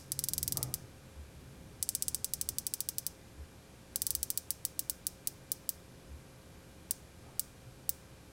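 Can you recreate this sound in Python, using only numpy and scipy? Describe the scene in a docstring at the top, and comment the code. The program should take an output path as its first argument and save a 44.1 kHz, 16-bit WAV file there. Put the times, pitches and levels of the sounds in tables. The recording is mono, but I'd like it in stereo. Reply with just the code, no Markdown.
"""Bright, ringing clicks come in three quick runs, then three single steps: the steel bezel of a
wristwatch is turned by hand, close by. Each time its pawl drops off a tooth, the impact excites the
hand-damped modes of the case, and the sound scatters off hands and table into a small room.
The hands bump softly; twice a dull, distant scrape sounds and dies away.
Behind it all the room rumbles, hisses and hums faintly."""
import sys
import numpy as np
from scipy.fft import rfft, irfft, next_fast_len
from scipy.io import wavfile
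from scipy.ndimage import map_coordinates

SR = 44100
rng = np.random.default_rng(int(sys.argv[2]) if len(sys.argv) > 2 else 0)


def store_wav(level_fs):
    """Save 16-bit WAV to argv[1]."""
    pcm = np.round(np.clip(np.atleast_2d(level_fs), -1, 1) * 32767)
    wavfile.write(sys.argv[1], SR, pcm.T.astype(np.int16))


N = 366897

# modes of bezel and case: f/Hz, nominal width/Hz, relative level/dB
CASE_MODES = [(2086, 200, -15), (2920, 165, -11), (3350, 220, -12.5), (3560, 256, -8), (3916, 140, -4),
              (4360, 190, -2.5), (4693, 206, 1.5), (5074, 180, 1), (5170, 130, 0), (5720, 330, -2.5),
              (5850, 160, 0), (6400, 74, 1), (6630, 163, -1), (7505, 190, 4), (7830, 270, 5.5),
              (8130, 160, 5), (8500, 220, 0), (9270, 330, 3.5), (9520, 280, 3.5), (9980, 430, 6),
              (10570, 460, 0.5), (11260, 400, -7.5), (11880, 540, 0), (12760, 250, -1), (13000, 300, -6),
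              (13400, 400, -1), (14030, 150, -6), (14900, 500, -3), (15460, 450, 1.5), (15870, 840, -8)]
# the pawl drops off a tooth, one row per turn: t/s
TOOTH_TIMES = [
    [-0.021, 0.1194, 0.1914, 0.2398, 0.2865, 0.335, 0.3805, 0.4299, 0.4788, 0.5231, 0.5717, 0.6291, 0.7406],
    [1.8273, 1.8905, 1.9509, 2.0236, 2.0824, 2.1463, 2.245, 2.3365, 2.413, 2.4895, 2.5847, 2.6675, 2.7382,
     2.8055, 2.8886, 2.9837, 3.0662],
    [3.9591, 4.0192, 4.0675, 4.1059, 4.1512, 4.2302, 4.3033, 4.3755, 4.5059, 4.6513, 4.7932, 4.8978, 5.0681,
     5.273, 5.518, 5.692],
    [6.9098, 7.3954, 7.8933],
]
# grip per turn: level/dB, treble at 9, 12.5 and 15.5 kHz re 5.5 kHz/dB, drift at 9 kHz over the turn/dB
GRIPS = [(0.51, -1.5, -0.1, -1, 0.5), (-0.031, 0.5, -1.5, 2, -5), (-0.3, -0.1, 1.6, 6, -0.2),
         (-0.73, 3.5, -1.6, 10, 0.5)]
# bands that the grip colours: f/Hz
GRIP_BANDS = [5500, 9000, 12500, 15500]
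# the rolling fingers let out more at 12.5 and 15.5 kHz: rise over a turn/dB
OPENING_DB = [1.5, 4.5]
# spectra of the reflections from hands and table, and from the room: f/Hz, level/dB
NEAR_SPECTRUM = [(1000, -20.5), (2600, -16.5), (3600, -11), (5200, -4.5), (6000, 3), (7000, -4.5),
                 (8000, 2), (11000, 2), (13000, 2.5), (15500, -4), (17000, -30)]
REVERB_SPECTRUM = [(1000, -52), (3000, -9.5), (4600, -0.5), (5300, 4), (6500, 3), (7000, 0.5), (8000, 1.5),
                   (10000, -1.5), (12500, -5.5), (15300, -11.5), (17000, -33)]
# bumps of the hands: t/s, level/dB, 1/e half-length/s, f/Hz
BUMPS = [(0.14, -50, 0.12, 136.7), (0.416, -44.5, .035, 74), (.66, -41, 0.055, 126.7),
         (1.206, -42.5, 0.037, 71.5), (3.419, -42.5, 0.026, 72), (4.171, -47.5, 0.077, 71.6),
         (6.138, -43.5, 0.042, 70), (7.673, -47, 0.018, 122)]
# dull, distant scrapes: t/s, level/dB, T60/s
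SCRAPES = [(.55, -44.5, 0.64), (7.23, -55, 0.6)]
# spectra of the scrapes, the rumble, a low room resonance and the hiss: f/Hz, level/dB
SCRAPE_SPECTRUM = [(150, -17), (300, -0.5), (550, -3), (850, -0.5), (1050, -11.5), (1230, 0.5), (1500, -21),
                   (2000, -15), (3000, -30), (6000, -50)]
RUMBLE_SPECTRUM = [(20, -9), (45, -4), (70, 4), (100, -1), (135, -6.5), (180, -6), (220, -5.5), (320, -8),
                   (500, -19), (1000, -44)]
BOOM_SPECTRUM = [(60, -31), (105, -11.5), (128, -3.5), (150, -10.5), (250, -38), (600, -78)]
HISS_SPECTRUM = [(100, -38), (280, -6), (450, -6.5), (700, -9), (1000, -11.5), (1800, -15), (2400, -16.5),
                 (3000, -17), (7000, -20), (12500, -22.5)]
# swells of the rumble: t/s, rise/dB, 1/e half-length/s
SWELLS = [(0.56, 9, 0.36), (1.6, 4, 0.26), (2.13, 4.2, 0.14), (2.496, 4.5, 0.14)]
# appliance tones: f/Hz, rms level/dB
HUM_TONES = [(177, -67.5), (413, -74), (532, -69.5), (1475, -82.5), (1594, -78), (2304, -88.5), (2362, -80),
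             (2421, -80.5)]

SNAP_DB, SAG_DB = -4.5, 1  # snaps weaken over a turn as the finger runs out of reach
NEAR_DB, REVERB_DB, SIDE_DB = -7.5, -18.5, -41  # relative to the direct snap
SHIFT_RAD_PER_S = 0.39  # the reflections change slowly as the hands shift the watch
RUMBLE_DB, BOOM_DB = -58, -63.5  # between swells
WAVER_DB, WAVER_PER_S = 0.5, 4.95


def ratchet(size=16384, lead=256):
    """Superposition: each tooth gives a snap, near reflections and reverberation, coloured by the grip."""
    out = np.zeros((2, N))
    near_a, near_b = [reflections(NEAR_SPECTRUM, t60=.042, onset=.0015, size=size) for _ in range(2)]
    room_a, room_b, room_side = [
        reflections(REVERB_SPECTRUM, t60=.33, onset=.006, size=size) for _ in range(3)]
    side = amp(SIDE_DB) * room_side
    for times, (grip_db, *treble_db, drift_db) in zip(TOOTH_TIMES, GRIPS):
        for s in times:
            travel = (s - times[0]) / (times[-1] - times[0]) - .5  # from -.5 to .5 over the turn
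            gain = amp(SNAP_DB + grip_db - SAG_DB * travel)
            bands_db = np.array(treble_db) + travel * np.array([drift_db, *OPENING_DB])
            colour = list(zip(GRIP_BANDS, [0, *bands_db]))
            pose = SHIFT_RAD_PER_S * s
            near = np.cos(pose) * near_a + np.sin(pose) * near_b
            room = np.cos(3 * pose) * room_a + np.sin(3 * pose) * room_b
            direct = pawl_snap(vary_db=1.1, detune=0.0017, size=size)
            mid = direct + amp(NEAR_DB) * near + amp(REVERB_DB) * room
            stereo = np.pad([mid + side, mid - side], [(0, 0), (lead, 0)])
            add(out, s - lead / SR, gain * coloured(stereo, colour))
    return out


def pawl_snap(vary_db, detune, size):
    """Impact excitation: the case rings in its modes, which the fingers alter a little each time."""
    hz = np.fft.rfftfreq(size, 1 / SR)
    centre, width, db = np.transpose(CASE_MODES)[:, :, None]
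    strength, shift = rng.standard_normal((2, len(CASE_MODES), 1))
    offset = (hz - centre * (1 + detune * shift)) / (0.6 * width)
    peaks = amp(db + vary_db * strength) / (1 + offset ** 2)
    ring = minimum_phase(np.sqrt(np.sum(peaks ** 2, axis=0)))  # the modes add in power
    return ring / np.linalg.norm(ring)


def reflections(spectrum, t60, onset, size):
    """Diffuse scattering: dense echoes of total energy 1 build up, then decay exponentially."""
    t = np.arange(size) / SR
    build_up = 1 - np.exp(-(t / onset) ** 2)
    echoes = noise(spectrum, size) * amp(-60 * t / t60) * build_up
    return echoes / np.linalg.norm(echoes)


def hand_bumps():
    """Soft contact: the hands bump in low Gaussian wave packets."""
    out, t = np.zeros(N), np.arange(N) / SR
    for s, db, length, hz in BUMPS:
        envelope = amp(db) * np.exp(-((t - s) / length) ** 2)
        out += envelope * np.sin(2 * np.pi * (hz * (t - s) + rng.random()))
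    return out


def distant_scrapes():
    """Friction noise: each dull scrape swells, then decays exponentially."""
    out, t = np.zeros(N), np.arange(N) / SR
    for s, db, t60 in SCRAPES:
        age = np.maximum(t - s, 0)
        attack = 1 - np.exp(-age / 0.024)
        out += amp(db - 60 * age / t60) * attack * noise(SCRAPE_SPECTRUM, N)
    return out


def room_rumble():
    """Amplitude modulation: low noise swells and wavers; a room resonance swells 1.7 dB for each dB."""
    t = np.arange(N) / SR
    swell_db = sum(db * np.exp(-((t - s) / length) ** 2) for s, db, length in SWELLS)
    rumble = amp(RUMBLE_DB + swell_db + WAVER_DB * wobble(WAVER_PER_S)) * noise(RUMBLE_SPECTRUM, N)
    boom = amp(BOOM_DB + 1.7 * swell_db + WAVER_DB * wobble(WAVER_PER_S)) * noise(BOOM_SPECTRUM, N)
    return rumble + boom


def room_hiss(top_hz=12900):
    """Broadband noise: a steady hiss, widened slightly by a weak part in antiphase."""
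    mid, side = [filtered(noise(HISS_SPECTRUM, N), lambda hz: hz < top_hz) for _ in range(2)]
    return amp(-60) * mid + amp(-80.5) * np.array([side, -side])


def appliance_hum(wander_rad=0.54):
    """Line spectrum: faint steady tones whose phases wander."""
    t = np.arange(N) / SR
    return sum(amp(db) * np.sqrt(2) * np.sin(2 * np.pi * hz * t + wander_rad * wobble(6))
               for hz, db in HUM_TONES)


def amp(db):
    """Amplitude ratio of a level in decibels."""
    return 10 ** (np.asarray(db) / 20)


def filtered(x, response):
    """Linear filtering: the spectrum of x times a frequency response."""
    n = x.shape[-1]
    padded = next_fast_len(n + 2048)
    return irfft(rfft(x, padded) * response(np.fft.rfftfreq(padded, 1 / SR)), padded)[..., :n]


def coloured(x, spectrum):
    """Spectral shaping by (f/Hz, level/dB) points, joined on a log frequency axis."""
    f, db = np.transpose(spectrum)
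    return filtered(x, lambda hz: amp(np.interp(np.log(hz + 1), np.log(f + 1), db)))


def noise(spectrum, size):
    """Coloured Gaussian noise of rms 1."""
    x = coloured(rng.standard_normal(size), spectrum)
    return x / np.sqrt(np.mean(x ** 2) + 1e-20)


def wobble(rate):
    """Spline interpolation through random knots, rate of them a second."""
    knots = rng.standard_normal(int(N * rate / SR) + 4)
    return map_coordinates(knots, [np.arange(N) * rate / SR])


def minimum_phase(gain):
    """Cepstral folding: the most compact causal impulse response with this gain."""
    cepstrum = irfft(np.log(np.maximum(gain, 1e-6)))
    half = len(cepstrum) // 2
    folded = np.r_[cepstrum[0], 2 * cepstrum[1:half], np.zeros(half)]
    return irfft(np.exp(rfft(folded)))


def add(track, s, sound):
    """Superpose a sound on the track at time s, as far as the two overlap."""
    start = round(s * SR)
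    sound = sound[..., max(-start, 0):]
    overlap = track[..., max(start, 0):][..., :sound.shape[-1]]
    overlap += sound[..., :overlap.shape[-1]]


def scene():
    """Sound pressures add: the watch, the hands and the quiet room."""
    return ratchet() + hand_bumps() + distant_scrapes() + room_rumble() + room_hiss() + appliance_hum()


def record(dry):
    """Band limiting: the gain falls to zero over 500 Hz around 16.6 kHz."""
    return filtered(dry, lambda hz: np.clip((16600 - hz) / 500 + .5, 0, 1))


dry = scene()
out = record(dry)
store_wav(out)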